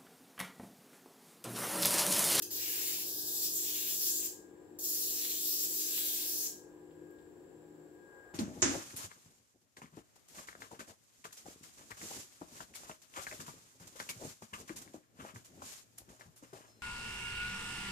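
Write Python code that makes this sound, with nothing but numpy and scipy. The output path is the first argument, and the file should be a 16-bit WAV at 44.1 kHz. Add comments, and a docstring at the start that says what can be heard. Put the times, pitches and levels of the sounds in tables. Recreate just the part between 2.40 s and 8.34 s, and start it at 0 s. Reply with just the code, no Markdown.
"""Sizzling sparks from a small coil

A hand holds a grounded screwdriver near the metal top of a small high-voltage coil in a bare room.
Thousands of random kicks a second merge into a sizzle: a faint hiss, a stray spark, then two long arcs.
Fatter single sparks snap through it; echoes and decaying noise make the room around them.
Fan tones and shaped noise hum on the bench, low drones come and go, a narrow supply hiss sits on the left.
The ground lead ticks, with short fading sines, as it is pulled away."""
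import sys
import numpy as np
from scipy import signal
from scipy.fft import rfft, irfft, next_fast_len
from scipy.io import wavfile
from scipy.ndimage import uniform_filter1d, map_coordinates

SR = 44100
rng = np.random.default_rng(int(sys.argv[2]) if len(sys.argv) > 2 else 0)


def log_audio(samples):
    """Write samples as a 16-bit WAV file to the path given in sys.argv[1]."""
    # one column per channel
    frames = np.atleast_2d(samples).T
    # limit to full scale, then quantise
    limited = np.clip(frames, -1, 1)
    pcm = np.round(limited * 32767).astype(np.int16)
    wavfile.write(sys.argv[1], SR, pcm)


N = 261954
TIME = np.arange(N) / SR  # seconds
LEFT_RIGHT = np.array([[1], [-1]])  # opposite signs for the two channels


def amp(db):
    """Decibels to gain."""
    return 10 ** (np.asarray(db) / 20)


def unit(x):
    """Scaled to rms 1."""
    return x / np.sqrt(np.mean(x ** 2) + 1e-20)


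def along(points, hz):
    """Values read between (Hz, value) points on a log frequency axis."""
    f, v = np.transpose(points)
    return np.interp(np.log(hz + 1), np.log(f + 1), v)


def wobble(rate):
    """A smooth random curve around zero, with rate knots a second."""
    knots = rng.standard_normal(int(N * rate / SR) + 4)
    return map_coordinates(knots, [np.arange(N) * rate / SR])


def filtered(x, response):
    """x with its spectrum multiplied by a response that depends on frequency."""
    size = next_fast_len(N + SR // 2)
    spectrum = rfft(x, size) * response(np.fft.rfftfreq(size, 1 / SR))
    return irfft(spectrum, size)[..., :N]


def sides(db):
    """Left and right gains for a left minus right level difference."""
    return amp(np.array([db / 2, -db / 2]))


def phase(hz, waver):
    """The running phase of a tone whose pitch drifts randomly by about waver Hz."""
    return 2 * np.pi * (np.cumsum(hz + waver * wobble(8)) / SR + rng.random())


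def thinned(start_s=5.65, fade_s=0.064):
    """0 before the hum turns thinner and brighter, 1 after."""
    return np.clip((TIME - start_s) / fade_s, 0, 1)


def drones(throb_hz=159, lift_db=2.5):
    """Soft low sines of unsteady pitch and level, the same left and right."""
    # low drones that come and go, perhaps from outside: start_s, pitch_hz, level_db (before the lift)
    drone_rows = [
        [(0, 100.8, -70), (.4, 108.1, -71), (.9, 120.5, -75), (1.5, 135, -71), (1.7, 135.8, -89)],
        [(3.6, 86.3, -98), (3.8, 87.4, -81), (4.9, 90, -75.5), (5.4, 90, -92)],
    ]
    # a wavering low tone: start_s, level_db (before the lift)
    throb_rows = [(0.0, -88), (0.06, -72), (0.2, -90), (0.61, -75), (0.76, -78), (1.04, -70), (2.68, -80.5),
                  (3.34, -70.5), (3.39, -82), (4.66, -69), (4.71, -81.5), (5.44, -66.5), (5.54, -78),
                  (5.94, -84.5)]
    out = np.zeros(N)
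    for rows in drone_rows + [[(s, throb_hz, db) for s, db in throb_rows]]:
        s, hz, db = np.transpose(rows)
        level_db = np.interp(TIME, s, db, left=-120, right=-120) + lift_db + 1.9 * wobble(3.0)
        pitch_hz = np.interp(TIME, s, hz)
        out += amp(level_db) * np.sin(phase(pitch_hz, waver=1.56))
    return out


def supply_hiss(db=-81, centre_hz=7500, width_hz=420, pan_db=16):
    """The supply's narrow band of noise, stronger on the left."""
    noise = rng.standard_normal(N)
    band = filtered(noise, lambda hz: np.exp(-((hz - centre_hz) / width_hz) ** 2))
    return amp(db) * sides(pan_db)[:, None] * unit(band)


def fan_air(db=-58):
    """Moving air as shaped noise, more alike left and right in the bass, unrelated in the treble."""
    # colour of fan air and microphone hiss: pitch_hz, relative level_db (per Hz)
    air_colour = [(15, -62), (45, -23), (90, -17), (200, -18), (370, -5.5), (480, -10), (620, -21.5),
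                  (950, -21.5), (1300, -33.5), (1700, -27), (2000, -36), (5000, -42.5), (16500, -44)]
    # side balance: pitch_hz, left_minus_right_db
    air_pan = [(150, 1), (300, 4.5), (650, 5.5), (1000, 0), (1600, 4), (2200, 1), (16000, 1)]
    # how alike the sides are: pitch_hz, likeness (0 to 1)
    air_alike = [(40, .62), (150, .6), (300, .75), (800, .68), (1200, .05), (3000, 0)]

    def mid_and_side(hz):
        turn = np.arccos(np.clip(along(air_alike, hz), -1, 1)) / 2
        return amp(along(air_colour, hz)) * [np.cos(turn), np.sin(turn)]

    mid, side = filtered(rng.standard_normal((2, N)), mid_and_side)
    stereo = unit(np.array([mid + side, mid - side]))
    return amp(db) * filtered(stereo, lambda hz: sides(along(air_pan, hz)))


def faint_tones(lift_db=2.5):
    """Blurred fan and supply tones: sines that flicker in level and pitch, a little apart left and right."""
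    # fainter tones: pitch_hz, level_db (before the lift), left_minus_right_db
    weak_tones = [(198.4, -76.5, 1), (390, -92, 7), (472, -78, -1), (540, -78.5, 5), (710, -78.5, 6.5),
                  (816, -80.5, -11.5), (995, -86.5, 5), (990, -81.5, -7), (1222, -89.5, 9), (1453, -94, 2)]
    out = np.zeros((2, N))
    for hz, db, pan_db in weak_tones:
        apart = 0.74 * wobble(5) * LEFT_RIGHT  # radians
        level = amp(db + lift_db + 3.3 * wobble(14))
        out += level * sides(pan_db)[:, None] * np.sin(phase(hz, waver=5.04) + apart)
    return out


def swelling(hum):
    """Slow swells: the rumble under 230 Hz and the band from 550 to 1100 Hz rise and fall."""
    # start_s, rumble_change_db, middle_change_db
    swell_rows = [(0, -1, -3), (.5, 1.5, 2.5), (1.25, 1.5, -1), (2, 0, -1), (3.5, .8, -1.5), (4, -.5, 0),
                  (4.5, -.5, -2), (5.94, -1, -2.5)]
    s, *changes = np.transpose(swell_rows)
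    for (low_hz, high_hz), db in zip([(0, 230), (550, 1100)], changes):
        band = filtered(hum, lambda hz: (hz > low_hz) & (hz < high_hz))
        hum = hum + (amp(np.interp(TIME, s, db)) - 1) * band
    return hum


def thinning(hum):
    """The hum crossfades to a thinner, brighter colour near the end."""
    # pitch_hz, change_db
    thin_colour = [(60, 4), (160, -4), (330, -7), (600, 2.5), (1000, 4.5), (1700, 6.5), (2500, 0.5)]
    thin_hum = filtered(hum, lambda hz: amp(along(thin_colour, hz)))
    return (1 - thinned()) * hum + thinned() * thin_hum


def fan_tones(shaft_hz=50.9, flicker_db=1.17):
    """Blade and motor tones at whole multiples of the shaft speed, each flickering on its own."""
    # place of each tone: shaft_order (multiple), left_minus_right_db, left_lead_rad
    tone_place = [(6, 5, -.1), (7, 6, .6), (32, 10, -1.9)]
    # 6th and 7th order: level_db (relative to the hum), change_db (once the hum thins)
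    tone_db = [(0, -16), (0, -6.5)]
    # shared rise and fall of the 6th and 7th order: start_s, level_db
    hum_rows = [(0.0, -58.5), (1.37, -56.5), (1.56, -63), (1.79, -53.5), (1.95, -60), (2.53, -56.5),
                (4.52, -58), (4.66, -54.5), (4.7, -58), (5.22, -61), (5.36, -59), (5.6, -59.5)]
    # the 32nd order on its own: start_s, level_db (before a 5.5 dB lift)
    whine_rows = [(0.0, -78.5), (0.38, -71), (1.34, -80.5), (1.39, -72), (1.5, -80), (1.67, -70.5),
                  (2.31, -83), (2.89, -75.5), (3.04, -89), (3.56, -71), (4.5, -81), (4.75, -73),
                  (4.88, -82.5), (5.46, -83.5), (5.74, -66), (5.94, -67)]
    hum_db = np.interp(TIME, *np.transpose(hum_rows))
    whine_db = np.interp(TIME, *np.transpose(whine_rows))
    levels = [hum_db + db + change_db * thinned() for db, change_db in tone_db]
    levels.append(whine_db + 5.5)
    out = np.zeros((2, N))
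    for (order, pan_db, lead), db in zip(tone_place, levels):
        level = amp(db + 1.25 * wobble(14) + flicker_db * wobble(6))
        tone = np.sin(phase(order * shaft_hz, waver=1.21) + LEFT_RIGHT * lead / 2)
        out += level * sides(pan_db)[:, None] * tone
    return out


def ticks():
    """Dry clicks of the ground lead: short sines that fade by 60 dB in eight cycles."""
    # start_s, starting level_db, pitch_hz
    tick_rows = [(4.51, -55, 3000), (4.708, -46, 14040), (4.724, -52, 15000), (4.787, -54.5, 3600)]
    out, t = np.zeros(N + SR), np.arange(400) / SR
    for s, db, hz in tick_rows:
        start = round(s * SR)
        out[start:start + len(t)] += amp(db - 60 * t * hz / 8) * np.sin(2 * np.pi * hz * t)
    return out[:N]


def snaps():
    """Fat single sparks: one strong pressure kick each, deeper in colour than the sizzle."""
    # start_s, level_db (of the kick before colouring)
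    snap_rows = [(0.3817, -18), (1.1955, -25), (1.611, -25), (1.7967, -27), (2.8493, -16), (3.579, -14),
                 (3.6084, -18)]
    # pitch_hz, gain_db
    snap_colour = [(300, -30), (700, -15), (1500, -4.5), (3000, 3), (8000, -2), (16000, -4)]
    out = np.zeros(N)
    for s, db in snap_rows:
        out[round(s * SR)] = -amp(db)
    return filtered(out, lambda hz: amp(along(snap_colour, hz)))


def spark_kicks(rate=9000, spread_db=4):
    """Tiny sparks: random pressure kicks of uneven size, rate a second on average, mostly downward."""
    present = rng.random(N) < rate / SR
    sizes = amp(spread_db * rng.standard_normal(N))
    kicks = present * sizes * np.sign(rng.random(N) - .7)
    return unit(kicks - kicks.mean())


def metal_top(x):
    """The coil's metal top rings: narrow resonances added to the sound that strikes it."""
    # pitch_hz, width_hz, level_db (gain at the centre)
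    rings = [(6100, 26, -20), (6600, 30, -38), (7635, 58, 2.5), (10200, 73, 2.5), (11150, 36, 3.5),
             (13500, 40, -5), (14600, 64, -12.5)]

    def response(f):
        return 1 + sum(amp(db) * 1j * f * w / (c * c - f * f + 1j * f * w) for c, w, db in rings)
    return filtered(x, response)


def arcs(flutter_db=1, shimmer_db=1.2, lift_db=3):
    """Merged spark kicks; the wandering gap changes their level and how deep their colour reaches."""
    # the two long arcs: start_s, crackle_db (above 9 kHz, before the lift), then relative to the crackle:
    # depth_db (near 2 kHz), fizz_db (near 7 kHz), bite_db (near 5 kHz), rasp_db (near 3.5 kHz)
    long_arcs = [
        [(0.107, -40, -21, -5, -7, -17), (0.151, -41, -30, -8, -6, -14), (0.185, -44, -17.5, -10, -4, -10.5),
         (0.219, -39.5, -14.5, -7, -9.5, -13), (0.537, -41, -14.5, -7, -10, -13),
         (0.769, -44, -36, -10, -6.5, -15.5), (1.013, -37.5, -31.5, -5.5, -8.5, -16),
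         (1.063, -37, -27, -9, -5, -13), (1.097, -44.5, -29, -8, -10, -18), (1.157, -37, -32.5, -3, -15, -22),
         (1.205, -41.5, -26, -4, -9, -13), (1.279, -39.5, -19.5, -6.5, -10, -9),
         (1.495, -41, -16.5, -6.5, -11, -10.5), (1.579, -40, -34, -5, -9, -20),
         (1.623, -36.5, -25, -9, -5.5, -16), (1.789, -38, -38, -0.5, -14.5, -19.5),
         (1.819, -45, -19, -4, -13, -13), (1.859, -37.5, -24, -3, -11, -21), (1.87, -44, -26, 2, -9, -20)],
        [(2.388, -41, -37, 0, -15, -17), (2.402, -44, -37, -4, -12, -21), (2.448, -38, -33.5, -5, -9.5, -22),
         (2.612, -38.5, -26.5, -7.5, -7, -18), (2.672, -38.5, -32.5, -7.5, -10, -16.5),
         (2.79, -41, -20, -6.5, -7, -16), (2.842, -39.5, -20, -8.5, -11.5, -11),
         (2.996, -40, -26, -6.5, -10, -10.5), (3.052, -37, -27.5, -11.5, -8, -15),
         (3.212, -39, -29, -5, -6, -17.5), (3.24, -35.5, -26, -6, -12, -19), (3.264, -44.5, -26, -6, -8, -17),
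         (3.31, -38.5, -31, -5.5, -10, -21.5), (3.46, -39, -22.5, -5.5, -10, -15.5),
         (3.6, -38.5, -23, -8, -12.5, -9), (3.806, -40, -20.5, -8.5, -10.5, -10.5),
         (3.98, -39, -30, -7.5, -5.5, -20), (4.054, -39, -26, -3.5, -12.5, -26), (4.07, -39.5, -24, 2, -5, -16)],
    ]
    # a faint hiss, then a lone spark before the first arc: same columns as the long arcs
    stray = [(0, -57, -20, -3, -1, -9), (0.0197, -66, -20, -5, -7, -14), (0.02, -38, -19, -5, -7, -18),
             (0.025, -36, -19.5, -8.5, -10, -15.5), (0.03, -38.5, -21, -9, -9, -16)]
    # average spark colour: pitch_hz, level_db (per Hz)
    spark_colour = [(600, -30), (1500, -21.5), (2500, -9), (4000, -3), (7500, 2.5), (8600, -5.5),
                    (10500, -3), (13000, 1.5), (16500, 2)]
    # bands moved by depth, fizz, bite and rasp: pitch_hz, share (of the control)
    reaches = [
        [(1200, 0.6), (2200, 1.2), (3500, 0.0063)],
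        [(5200, 0.015), (7000, 1), (8200, 0.46), (10000, -0.24)],
        [(3500, 0), (5100, 1), (7000, 0)],
        [(2200, 0), (3500, 1), (5100, 0.048)],
    ]
    # an average arc's controls: depth_db, fizz_db, bite_db, rasp_db
    usual = [-20, -6, -9, -13]
    all_arcs = [stray] + long_arcs
    s, crackle_db, *bands = np.vstack(all_arcs).T
    hz, t, z = signal.stft(spark_kicks(), SR, nperseg=256)

    # smooth random patches over pitch and time make the colour shimmer
    patches = uniform_filter1d(rng.standard_normal(z.shape), size=9, axis=0)
    patches = uniform_filter1d(patches, size=14, axis=1)
    colour = along(spark_colour, hz)[:, None] + shimmer_db * unit(patches)
    for reach, db, usual_db in zip(reaches, bands, usual):
        colour = colour + np.outer(along(reach, hz), np.interp(t, s, db - usual_db))
    sizzle = signal.istft(z * amp(colour), SR, nperseg=256)[1][:N]

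    # an arc strikes and breaks at once
    lit = sum((TIME >= arc[0][0]) & (TIME < arc[-1][0]) for arc in all_arcs)
    level_db = np.interp(TIME, s, crackle_db) + lift_db + flutter_db * wobble(40)
    return metal_top(lit * amp(level_db) * sizzle)


def straight(x, lag_s=7.3e-5):
    """The direct path, reaching the right side first by lag_s, and the first echoes."""
    # colour of the straight path relative to the room sound: pitch_hz, level_db
    near_colour = [(1000, -4), (5000, -1.5), (9000, -6), (12000, -1), (16000, -2)]
    # echoes off coil, shelf and wall: delay_s, left_db, right_db (relative to the direct path)
    echo_rows = [(.0011, -6, -7.5), (.0024, -12.5, -11), (.0047, 0.5, -16.5)]

    def path(hz):
        echoes = sum(amp([[left], [right]]) * np.exp(-2j * np.pi * hz * s) for s, left, right in echo_rows)
        # left is delayed and right advanced, each by half the lag
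        lag = np.exp(-2j * np.pi * hz * lag_s / 2 * LEFT_RIGHT)
        return amp(along(near_colour, hz)) * lag * (1 + echoes)
    return filtered(x, path)


def room(x):
    """Bare walls: each frequency dies at its own speed; the random echo pattern is redrawn every 1/3 s."""
    # pitch_hz, t60_s (time to fall by 60 dB)
    decay = [(1000, 0.19), (3000, 0.37), (5000, 0.37), (8000, 0.38), (16000, 0.26)]
    out, step = np.zeros((2, N + SR)), SR // 3
    for start in range(0, N, step):
        hz, t, z = signal.stft(rng.standard_normal((2, SR // 2)), SR, nperseg=256)
        fading = z * amp(-60 * t / along(decay, hz)[:, None])
        tail = signal.istft(fading, SR, nperseg=256)[1][:, :SR // 2]
        tail = tail / np.linalg.norm(tail[0])
        wet = signal.fftconvolve(x[None, start:start + step], tail, axes=1)
        late = start + 200  # the tail starts 200 samples after the dry sound
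        out[:, late:late + wet.shape[1]] += wet
    return out[:, :N]


def scene():
    """Sparks and ticks in the room over the bench hum."""
    # side balance of the sparks: pitch_hz, left_minus_right_db
    spark_pan = [(1000, 2.5), (4000, 0), (7600, 3.5), (10000, 0.5), (16000, -1)]
    hum = thinning(swelling(fan_air() + faint_tones()))
    background = drones() + supply_hiss() + hum + fan_tones()
    sparks = ticks() + snaps() + arcs()
    in_room = straight(sparks) + amp(0.5) * room(sparks)
    return background + filtered(in_room, lambda hz: sides(along(spark_pan, hz)))


def record(dry, top_hz=15750):
    """A steep treble limit: almost nothing passes above top_hz."""
    return filtered(dry, lambda hz: 1 / (1 + np.exp(np.clip((hz - top_hz) / 12, -50, 50))))


dry = scene()
out = record(dry)
log_audio(out)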